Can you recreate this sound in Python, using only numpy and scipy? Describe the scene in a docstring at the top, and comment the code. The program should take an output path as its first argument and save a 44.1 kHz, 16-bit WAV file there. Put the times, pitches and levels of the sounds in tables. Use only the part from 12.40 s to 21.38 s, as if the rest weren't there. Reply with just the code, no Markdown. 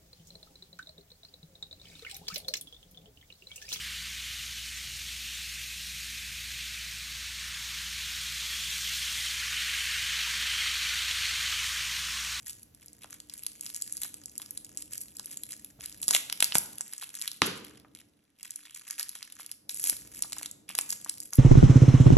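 """Close to a two-port microphone in a live room, fingers work the stiff foil-plastic wrapper of a lollipop.
First light rustles and bright snaps over a fine crackle, with a low rumble behind that comes and goes.
Near 3.7 to 4.2 s the twist tears open: the loudest snaps, whole panels that pop, tugs that thud.
At 5 s something hard knocks once on the table and the room answers; a sparser stretch follows.
From 6 s peeling resumes and runs to the end. Filtered noise bursts make the snaps, pops, crackle and knock."""
import sys
import numpy as np
from scipy import signal
from scipy.fft import rfft, irfft, next_fast_len
from scipy.io import wavfile
from scipy.ndimage import uniform_filter1d

SR = 44100
rng = np.random.default_rng(int(sys.argv[2]) if len(sys.argv) > 2 else 0)


def persist_wave(psi):
    """Save psi, clipped to +-1, as 16-bit WAV."""
    counts = np.round(np.clip(psi, -1, 1) * 32767).astype(np.int16)
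    wavfile.write(sys.argv[1], SR, np.atleast_2d(counts).T)


N = 396011  # samples
MS = SR / 1000  # samples in 1 ms: energy-1 sounds times sqrt(MS) get their level as rms over 1 ms


def amp(db):
    """Decibels to gain."""
    return 10 ** (np.asarray(db) / 20)


def unit(x):
    """Scales a sound to energy 1."""
    return x / np.sqrt(np.sum(x ** 2) + 1e-20)


def read(points, hz):
    """Reads a table of values against frequency on a log-frequency axis."""
    f, value = np.transpose(points)
    return np.interp(np.log(hz + 1), np.log(f + 1), value)


def bins(size):
    """Frequencies of a spectrum of that many samples."""
    return np.fft.rfftfreq(size, 1 / SR)


def add(mix, s, sound):
    """Mixes a sound in at a time in seconds."""
    part = mix[max(round(s * SR), 0):][:len(sound)]
    part += sound[:len(part)]


def hump(f, hz, octaves):
    """A broad resonance, in dB."""
    return -10 * np.log10(1 + (np.log2((f + 1) / hz) / octaves) ** 2)


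def ring(push, colour_db):
    """Passes a short push through a causal, minimum-phase filter of that colour; energy 1."""
    log_gain = np.log(amp(np.maximum(colour_db, -80)))
    circle = np.concatenate([log_gain, log_gain[-2:0:-1]])
    response = np.exp(np.conj(signal.hilbert(circle)))[:len(log_gain)]
    return unit(irfft(rfft(push) * response))


def buckle(jolt_s, flutter_db, flutter_s, size=1024):
    """A jolt that swells and dies in a moment, plus a longer flutter."""
    t = np.arange(size) / SR
    jolt, flutter = rng.standard_normal((2, size))
    jolt = unit(jolt * t * np.exp(-t / jolt_s))
    flutter = unit(flutter * np.exp(-t / flutter_s))
    return jolt + amp(flutter_db) * flutter


def disperse(x, spread_s):
    """Bending waves cross a panel: the slow low ones arrive last."""
    phase = 4 * np.pi * spread_s * np.sqrt(100 * bins(len(x)))
    return irfft(rfft(x) * np.exp(-1j * phase))


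def thud(hz, decay_s):
    """A low push whose pitch sinks to hz as it dies; energy 1."""
    t = np.arange(2048) / SR
    turns = np.cumsum(hz * (1 + 1.2 * np.exp(-t / .004))) / SR
    return unit(np.sin(2 * np.pi * turns) * np.exp(-t / decay_s))


# how alike diffuse sound is at the two ports: [frequency_hz, likeness (0 to 1)]
PORT_LIKENESS = [(100, 0.95), (300, 0.82), (400, 0.52), (600, 0.14), (1000, 0.03), (1500, 0.64),
                 (2000, 0.33), (3000, 0.13), (4500, 0.092), (6000, .93), (13000, .93)]


def diffuse(size):
    """Spectra of a noise that arrives from all sides, partly alike at the two ports."""
    left, other = rfft(rng.standard_normal((2, size)))
    same = np.clip(read(PORT_LIKENESS, bins(size)), 0, 1)
    right = same * left + np.sqrt(1 - same ** 2) * other
    return np.array([left, right])


def noise(colour):
    """Steady diffuse noise of that spectrum, rms 1."""
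    spectra = diffuse(N) * amp(read(colour, bins(N)))
    return unit(irfft(spectra, N)) * np.sqrt(2 * N)


# far rumble, before its random waver: [time_s, level_db]
RUMBLE_LEVEL = [(0, -66.5), (1, -65), (2, -63), (3.3, -63), (3.6, -64), (4.35, -61), (4.55, -70.5),
                (4.95, -67.5), (5.3, -57), (5.649, -68.5), (5.9, -74.5), (7.15, -70.5), (7.3, -63.5),
                (7.6, -61), (8.1, -62.5), (8.98, -64)]
# air stirred as the hands shift: [time_s, level_db]
HANDLING_LEVEL = [(0, -64), (1, -71), (3.2, -70), (3.5, -60.5), (4.2, -88), (4.5, -94.5), (7.3, -91),
                  (7.55, -60), (7.85, -64), (8.101, -80), (8.98, -87.5)]
# their spectra and that of the hiss, shape only: [frequency_hz, relative_db_per_hz]
RUMBLE_SPECTRUM = [(20, -48.5), (40, -22.5), (60, -9.5), (110, -5), (170, -6), (210, -1), (260, -9.5),
                   (298, 3.5), (335, -12), (450, -11.5), (650, -16.5), (1000, -26), (2000, -41.5)]
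HANDLING_SPECTRUM = [(20, -43.5), (40, -9.5), (55, 2.5), (80, -3.5), (130, -2), (300, -27)]
HISS_SPECTRUM = [(100, 0), (500, -3), (900, -7), (1500, -4), (4000, -10), (11000, -9), (14000, -30),
                 (16500, -48)]


def background(hiss_db=-78, waver_db=1.5, waver_step_s=.09):
    """Low rumble that swells, sinks and wavers, air stirred by the hands, and a faint hiss."""
    t = np.arange(N) / SR
    rumble_db = np.interp(t, *np.transpose(RUMBLE_LEVEL))
    handling_db = np.interp(t, *np.transpose(HANDLING_LEVEL))
    moments = np.arange(0, t[-1] + 1, waver_step_s)
    rumble_db += waver_db * np.interp(t, moments, rng.standard_normal(len(moments)))
    rumble = amp(rumble_db) * noise(RUMBLE_SPECTRUM)
    handling = amp(handling_db) * noise(HANDLING_SPECTRUM)
    return rumble + handling + amp(hiss_db) * noise(HISS_SPECTRUM)


# how long the room rings: [frequency_hz, time_to_fall_60_db_s]
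ROOM_DECAY = [(100, 0.65), (260, 0.68), (700, 0.65), (1840, 0.53), (4850, 0.47), (12800, 0.39)]


def room(x, onset_s=.003):
    """A dense diffuse echo in which the bass hangs longest."""
    hz, t, z = signal.stft(irfft(diffuse(SR), SR), SR, nperseg=256)
    decay = amp(-60 * t / read(ROOM_DECAY, hz)[:, None])
    tail = signal.istft(z * decay, SR, nperseg=256)[1]
    tail *= 1 - np.exp(-(np.arange(tail.shape[1]) / SR / onset_s) ** 2)
    tail = np.array([unit(side) for side in tail])
    return signal.fftconvolve(x[None], tail, axes=1)[:, :N]


# hard knock on the table, level of its board sound over 1 ms: [start_s, level_db]
TABLE_KNOCKS = [(5.0181, -8)]
# spectrum of the board, shape only: [frequency_hz, relative_db_per_hz]
KNOCK_SPECTRUM = [(30, -30.5), (50, -13), (90, -6.5), (190, 4), (330, 2), (460, 5), (650, -9.5),
                  (1200, 1.5), (1900, -3), (3100, 1), (4800, -2.5), (7000, -11), (11000, -9.5),
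                  (13500, -39), (16500, -47.5)]


def knocks(thud_db=-9, thud_hz=280, echo_db=-5, size=2048):
    """A hard, dead blow on a board, with a low thud; the room gathers it from all sides as one smooth wash."""
    near, spread = np.zeros((2, N))
    colour_db, blow = read(KNOCK_SPECTRUM, bins(size)), signal.unit_impulse(size)
    for s, db in TABLE_KNOCKS:
        rattle = amp(-6) * buckle(jolt_s=.0005, flutter_db=-6, flutter_s=.006, size=size)
        board = disperse(ring(blow + rattle, colour_db), spread_s=.006)
        low = amp(thud_db) * thud(thud_hz, decay_s=.011)
        add(near, s, amp(db) * (board + low))
        add(spread, s, amp(db + echo_db) * ring(blow, colour_db))
    return (near + room(spread)) * np.sqrt(MS)


# hard tugs that jerk the whole lollipop, dry level over 1 ms: [start_s, level_db, settled_pitch_hz]
TUGS = [(3.389, -50, 108.8), (3.682, -39, 140), (3.710, -47, 168.4), (4.024, -39.5, 154),
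        (4.155, -26.5, 120), (7.524, -47, 138)]


def thuds():
    """The lollipop jerks in the fingers when the twist lets go."""
    out = np.zeros(N)
    for s, db, hz in TUGS:
        add(out, s, amp(db) * thud(hz, decay_s=0.0039))
    return out * np.sqrt(MS)


# spectra of a facet's tick and of the sheet around it, shape only: [frequency_hz, relative_db_per_hz]
CRACK_SPECTRUM = [(2500, -42.5), (4800, -5), (5800, -10), (7500, -7), (9300, -10), (11200, -4),
                  (12300, -13.5), (13800, -20), (15600, -19), (16600, -24.5)]
BODY_SPECTRUM = [(100, -25), (500, -8.5), (1100, -2), (1900, -5.5), (3200, -2.5), (4400, -5), (5600, -2.5),
                 (8000, -29.5)]


def crack(hz):
    """The bright tick of one small facet of film, gone in a few milliseconds."""
    push = buckle(jolt_s=.00008, flutter_db=-4.5, flutter_s=.0018)
    f = bins(len(push))
    return ring(push, read(CRACK_SPECTRUM, f) + hump(f, hz, octaves=0.15))


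def body(hz, octaves):
    """The lower ring of the sheet around a facet."""
    push = buckle(jolt_s=.0002, flutter_db=-4, flutter_s=.002)
    f = bins(len(push))
    return ring(push, read(BODY_SPECTRUM, f) + hump(f, hz, octaves))


# a crack's pitch is chance; the harder a crease shakes the sheet, the larger and lower the patch that rings
CRACK_HZ, CRACK_SCATTER_OCTAVES = 8980, 0.14
BODY_HZ, BODY_AT_DB, BODY_OCTAVES = 2960, -23, .32  # lowest pitch, level that reaches it, width of the ring
BODY_RISE_OCTAVES_PER_DB, BODY_TOP_HZ = 0.57, 4860  # softer rings sit higher, up to this top
BODY_SCATTER_OCTAVES = 0.15  # chance on top of those pitches


def snap(crack_db, body_db, crack_chance, body_chance):
    """A crease gives way with a crack and shakes the sheet."""
    crack_hz = CRACK_HZ * 2 ** (CRACK_SCATTER_OCTAVES * crack_chance)
    softer_db = max(BODY_AT_DB - body_db, 0)
    body_hz = min(BODY_HZ * 2 ** (BODY_RISE_OCTAVES_PER_DB * softer_db), BODY_TOP_HZ)
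    body_hz *= 2 ** (BODY_SCATTER_OCTAVES * body_chance)
    tick = amp(crack_db) * crack(crack_hz)
    sheet = amp(body_db) * body(body_hz, BODY_OCTAVES)
    return (tick + sheet) * np.sqrt(MS)


RELEASE_S = .012


def press(length, attack_s, swell_db):
    """Finger pressure: an attack, a hold that may swell, and a release."""
    t = np.arange(0, length + 8 * RELEASE_S, 1 / SR)
    attack = np.minimum(t / attack_s, 1)
    hold = amp(swell_db * (np.minimum(t / length, 1) - 1.0))
    release = np.exp(-np.maximum(t - length, 0) / RELEASE_S)
    return attack * hold * release


# Crackle gains below are relative drives, not final levels. # spells in which the wrapper is worked and keeps
# rustling, or settles on the table just after the knock: [start_s, length_s, fine_db, body_db]
RUSTLE_SPELLS = [(0, 0.23, -57, -69.5), (0.337, 0.63, -69, -74.5), (0.905, 0.37, -58.5, -67),
                 (1.21, 0.47, -50.5, -63), (1.675, 1.63, -59, -68.5), (3.403, 1.57, -54.5, -63),
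                 (5.103, .3, -64, -62.5), (5.45, .55, -80.5, -79), (5.98, 1.15, -59.5, -61.5),
                 (7.29, .81, -56.5, -66), (8.283, 0.65, -54.5, -65.5)]
# single squeezes of the fingers, and the wrapper's ticks as it falls and settles on the table just after the
# knock at 5 s: [start_s, length_s, fine_db, body_db]
FINGER_SQUEEZES = [(0.053, 0.048, -42.5, -54.5), (0.407, 0.02, -59, -62), (0.606, 0.037, -51.5, -54.5),
                   (0.698, 0.044, -49, -54.5), (0.963, 0.031, -49.5, -66), (1.24, 0.02, -51, -71),
                   (1.338, 0.037, -55, -70), (1.612, 0.041, -41, -49), (1.991, 0.029, -57.5, -53.5),
                   (2.372, 0.03, -47, -63), (2.51, 0.044, -44.5, -57), (2.601, 0.022, -41, -67),
                   (2.836, 0.073, -57, -63), (2.906, 0.032, -46.5, -57.5), (3.084, 0.047, -44.5, -56.5),
                   (3.394, 0.059, -49, -53.5), (3.616, 0.022, -39, -71), (3.678, 0.041, -36, -47),
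                   (3.726, 0.039, -25, -36), (4.019, 0.018, -31, -44), (4.138, 0.027, -29.5, -43),
                   (4.521, 0.017, -62, -51.5), (4.609, 0.024, -42, -45), (4.732, 0.1, -49.5, -57.5),
                   (4.817, .06, -51.5, -51), (5.048, 0.021, -35.5, -67), (5.151, 0.022, -49, -66),
                   (5.236, 0.027, -51, -53.5), (5.554, 0.052, -56.5, -58.5), (6.03, 0.032, -51, -56),
                   (6.244, 0.023, -67, -52.5), (6.351, .03, -47, -57), (6.466, 0.056, -45, -52),
                   (6.576, 0.032, -39, -45), (6.74, 0.024, -46.5, -53), (6.806, 0.026, -72, -58),
                   (6.984, 0.034, -48, -54.5), (7.285, 0.031, -40.5, -58.5), (7.348, 0.068, -39.5, -63),
                   (7.423, 0.072, -32, -50), (7.511, 0.021, -55, -50), (7.731, 0.059, -45.5, -59),
                   (7.953, 0.093, -49.5, -52), (8.275, 0.032, -54, -45), (8.365, 0.022, -41, -48),
                   (8.483, .045, -36.5, -53.5), (8.654, 0.037, -64, -55), (8.81, 0.054, -52, -82),
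                   (8.919, .055, -42, -56)]
SPELL_ATTACK_S = 0.013  # the fingers take hold gently
SQUEEZE_ATTACK_S, SQUEEZE_SWELL_DB = 0.0091, 2.5  # pressure builds through a squeeze, then lets go


def crumpling():
    """Gain of the fine crackle and of its body: squeezes on top of the light rustle of each spell."""
    fine, low = np.zeros((2, N))
    spells = RUSTLE_SPELLS, SPELL_ATTACK_S, 0
    squeezes = FINGER_SQUEEZES, SQUEEZE_ATTACK_S, SQUEEZE_SWELL_DB
    for rows, attack_s, swell_db in (spells, squeezes):
        for s, length, fine_db, body_db in rows:
            pressure = press(length, attack_s, swell_db)
            add(fine, s, amp(fine_db) * pressure)
            add(low, s, amp(body_db) * pressure)
    return fine + amp(-100), low  # the fine crackle never quite stops


def crackle(per_s=380, fine_db=-0.5, sheet_db=-2, count=16):
    """Tiny creases give way at random; harder crumpling makes them denser and louder."""
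    fine, low = crumpling()
    rate = per_s * (fine / amp(-50.5)) ** 0.49  # per_s holds at a fine gain of -50.5 dB
    happens = rng.random(N) < rate / SR
    sizes = amp(5 * np.minimum(rng.exponential(1, N), 3)) * happens
    # the fingers feed in energy steadily, so few creases means large ones
    sizes /= np.sqrt(abs(uniform_filter1d(sizes ** 2, size=1800)) + 0.0028)
    # between the ticks, film rubs on film
    sliding = .2 * rng.standard_normal(N)
    # each sample belongs to one of count facets, each with its own two pitches
    facet, out = rng.integers(0, count, N), np.zeros(N)
    facets_hz = zip(np.geomspace(6800, 11800, count), np.geomspace(1700, 5000, count))
    for k, (crack_hz, body_hz) in enumerate(facets_hz):
        clicks = (sizes + sliding) * (facet == k)
        out += signal.oaconvolve(clicks * fine * amp(fine_db), crack(crack_hz))[:N]
        out += signal.oaconvolve(clicks * low * amp(sheet_db), body(body_hz, octaves=0.2))[:N]
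    return out


def small_snaps(above_db=16, scatter_db=1.5, sheet_db=-12, sheet_scatter_db=4, gap_s=.06):
    """Smaller creases go at random all through a spell and stand out of its rustle."""
    out = np.zeros(N)
    for start, length, db, _ in RUSTLE_SPELLS:
        for s in np.arange(start + gap_s, start + length - gap_s, gap_s):
            size, shake, *chance = rng.standard_normal(4)
            crack_db = db + above_db + scatter_db * size
            body_db = crack_db + sheet_db + sheet_scatter_db * shake
            add(out, s + gap_s * rng.random(), snap(crack_db, body_db, *chance))
    return out


# whole panels that flip, level over 1 ms before the trim in pops: [start_s, level_db, pitch_hz]
PANEL_POPS = [(0.644, -38, 840), (1.65, -41, 1120), (1.998, -42.5, 1090), (2.795, -40, 1200),
              (3.391, -46.5, 460), (3.679, -35, 550), (3.707, -27.5, 684), (3.749, -26, 910),
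              (3.897, -43, 1308), (4.005, -52, 780), (4.023, -25, 1021), (4.154, -18, 917.4),
              (4.407, -38.5, 1010), (4.625, -35, 1120), (5.447, -44.5, 1220), (6.6, -41.5, 970),
              (6.757, -46, 1300), (6.996, -40.5, 1330), (7.439, -40, 942), (7.525, -42, 570),
              (7.845, -39, 1110), (7.922, -42.5, 1110), (7.967, -39, 1064), (8.012, -39, 986),
              (8.301, -38.5, 1256), (8.348, -41.5, 910), (8.387, -31.5, 1140), (8.527, -42, 1124),
              (8.661, -35, 1210), (8.929, -34.5, 1170)]


def pops(trim_db=-2.5, size=2048):
    """A whole panel of the wrapper flips with a short falling chirp."""
    out, f = np.zeros(N), bins(size)
    treble_cut_db = -10 * np.log10(1 + (f / 1750) ** 8)
    for s, db, hz in PANEL_POPS:
        colour_db = 1.22 * hump(f, hz, octaves=0.7) + treble_cut_db
        push = buckle(jolt_s=0.0001, flutter_db=-10.5, flutter_s=0.01, size=size)
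        pop = disperse(ring(push, colour_db), spread_s=.0033)
        add(out, s, amp(db + trim_db) * pop)
    return out * np.sqrt(MS)


# large creases that buckle, levels over 1 ms before the trims in snaps: [start_s, crack_db, body_db]
LARGE_CREASES = [(0.096, -29, -35.5), (0.2306, -39.5, -70), (0.348, -43, -54), (0.4607, -39.5, -72),
                 (0.4823, -41, -56), (0.5314, -41, -74), (0.707, -37.5, -58), (0.742, -37.5, -55),
                 (0.802, -35, -41), (0.8975, -37, -37.5), (0.9382, -30, -43), (1.035, -30, -42),
                 (1.065, -20.5, -29.5), (1.2103, -26, -43.5), (1.264, -30, -36), (1.3013, -34.5, -40),
                 (1.346, -27.5, -43), (1.363, -25.5, -42), (1.422, -20, -47), (1.5246, -22, -51),
                 (1.569, -25.5, -59), (1.6173, -25, -41), (1.6337, -23, -30.5), (1.742, -30.5, -43.5),
                 (1.858, -29, -63), (1.9792, -24, -63), (2.018, -30.5, -42), (2.108, -27, -58),
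                 (2.1753, -25, -38), (2.2469, -34.5, -47), (2.3734, -23.5, -37.5), (2.4225, -29.5, -44),
                 (2.5343, -27.5, -45), (2.579, -26, -48), (2.6144, -30, -66), (2.7684, -31, -60),
                 (2.796, -28, -37), (2.8585, -28, -63), (2.9136, -34, -48), (2.9723, -26.5, -42),
                 (3.0352, -26.5, -38), (3.121, -30, -38), (3.2464, -32, -48), (3.4588, -26, -40),
                 (3.6164, -28, -54.5), (3.63, -24.5, -33.5), (3.681, -11, -29), (3.6881, -21, -28),
                 (3.7089, -11.5, -23.5), (3.7362, -34, -23), (3.7488, -14, -13), (3.764, -24.5, -21.5),
                 (3.8987, -28, -26), (3.926, -21.5, -23.5), (4.0047, -14.5, -22.5), (4.0253, -9.5, -15.5),
                 (4.0434, -13, -37), (4.1219, -36, -22), (4.1534, -10.5, -18.5), (4.183, -10, -41),
                 (4.3831, -28.5, -41), (4.4089, -21, -36), (4.535, -27, -41), (4.5804, -30.5, -60),
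                 (4.6244, -38, -38), (4.752, -28, -40.5), (4.815, -24.5, -31.5), (4.8219, -25, -36),
                 (4.8772, -22, -24), (4.9159, -30.5, -34), (5.55, -37, -45.5), (6.03, -31, -52),
                 (6.1067, -27.5, -44.5), (6.1594, -27, -60), (6.348, -32.5, -47), (6.5088, -23.5, -52),
                 (6.5958, -21.5, -30.5), (6.6291, -24, -31), (6.6926, -26, -42), (6.8277, -31.5, -30.5),
                 (6.923, -35, -46), (7.0627, -32.5, -45.5), (7.115, -26.5, -39.5), (7.294, -26, -27.5),
                 (7.345, -25.5, -49), (7.397, -25, -39), (7.44, -16.5, -30), (7.4589, -36, -33.5),
                 (7.472, -18.5, -32.5), (7.4973, -10.5, -29), (7.5668, -31, -38.5), (7.823, -15.5, -30),
                 (7.8352, -46, -31.5), (7.922, -29.5, -34.5), (7.9304, -25.5, -30), (7.984, -27, -53),
                 (8.0308, -27, -36), (8.0596, -27.5, -31.5), (8.113, -30.5, -58), (8.291, -30, -54.5),
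                 (8.3515, -22.5, -29.5), (8.3881, -13.5, -22), (8.4116, -20.5, -44), (8.5048, -19.5, -38),
                 (8.5253, -24.5, -32), (8.647, -28.5, -68), (8.6958, -18, -37), (8.803, -26, -59),
                 (8.9335, -25, -49.5), (8.9552, -24.5, -56)]


def snaps(crack_trim_db=0, sheet_trim_db=-0.5, neighbour_db=-12, neighbour_s=.003):
    """The large creases buckle one by one; a smaller neighbour goes with each, mostly a moment later."""
    out = np.zeros(N)
    chances = rng.standard_normal((len(LARGE_CREASES), 5))
    for (s, crack_db, body_db), chance in zip(LARGE_CREASES, chances):
        crack_db, body_db = crack_db + crack_trim_db, body_db + sheet_trim_db
        add(out, s, snap(crack_db, body_db, *chance[:2]))
        neighbour = snap(crack_db + neighbour_db, body_db + neighbour_db, *chance[2:4])
        add(out, s + neighbour_s * (.5 + chance[4]), neighbour)
    return out


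def scene():
    """The wrapper is close and fairly dry; the knock fills the room."""
    behind = knocks() + background()
    wrapper = snaps() + pops() + thuds() + crackle() + small_snaps()
    return wrapper + amp(-11.0) * room(wrapper) + behind


# phase between the two microphone ports: [frequency_hz, left_lead_radians]
PORT_PHASE = [(0, 0), (1400, -.1), (2800, .5), (4100, .8), (4900, 3.3), (5700, 6.1), (7000, 7.8),
              (9100, 9.45), (12000, 12.3), (13700, 12.8), (15500, 15.5)]


def record(dry, right_db=1.5, ceiling=.92, edge_hz=16700):
    """The right port lags the left and favours the upper mids; the sharpest peaks saturate; then the band limit."""
    size = next_fast_len(N + 2048)
    f = bins(size)
    lag = np.interp(f, *np.transpose(PORT_PHASE))
    lift_db = right_db * amp(hump(f, 3400, octaves=0.51))
    ports = np.array([np.ones(len(f)), np.exp(-1j * lag) * amp(lift_db)])
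    heard = irfft(rfft(dry, size) * ports, size)[:, :N]
    heard = heard / (1 + (heard / ceiling) ** 4) ** (1 / 4)
    band = signal.firwin(255, edge_hz, window=("kaiser", 8), fs=SR)
    return signal.oaconvolve(heard, band[None], "same")


dry = scene()
out = record(dry)
persist_wave(out)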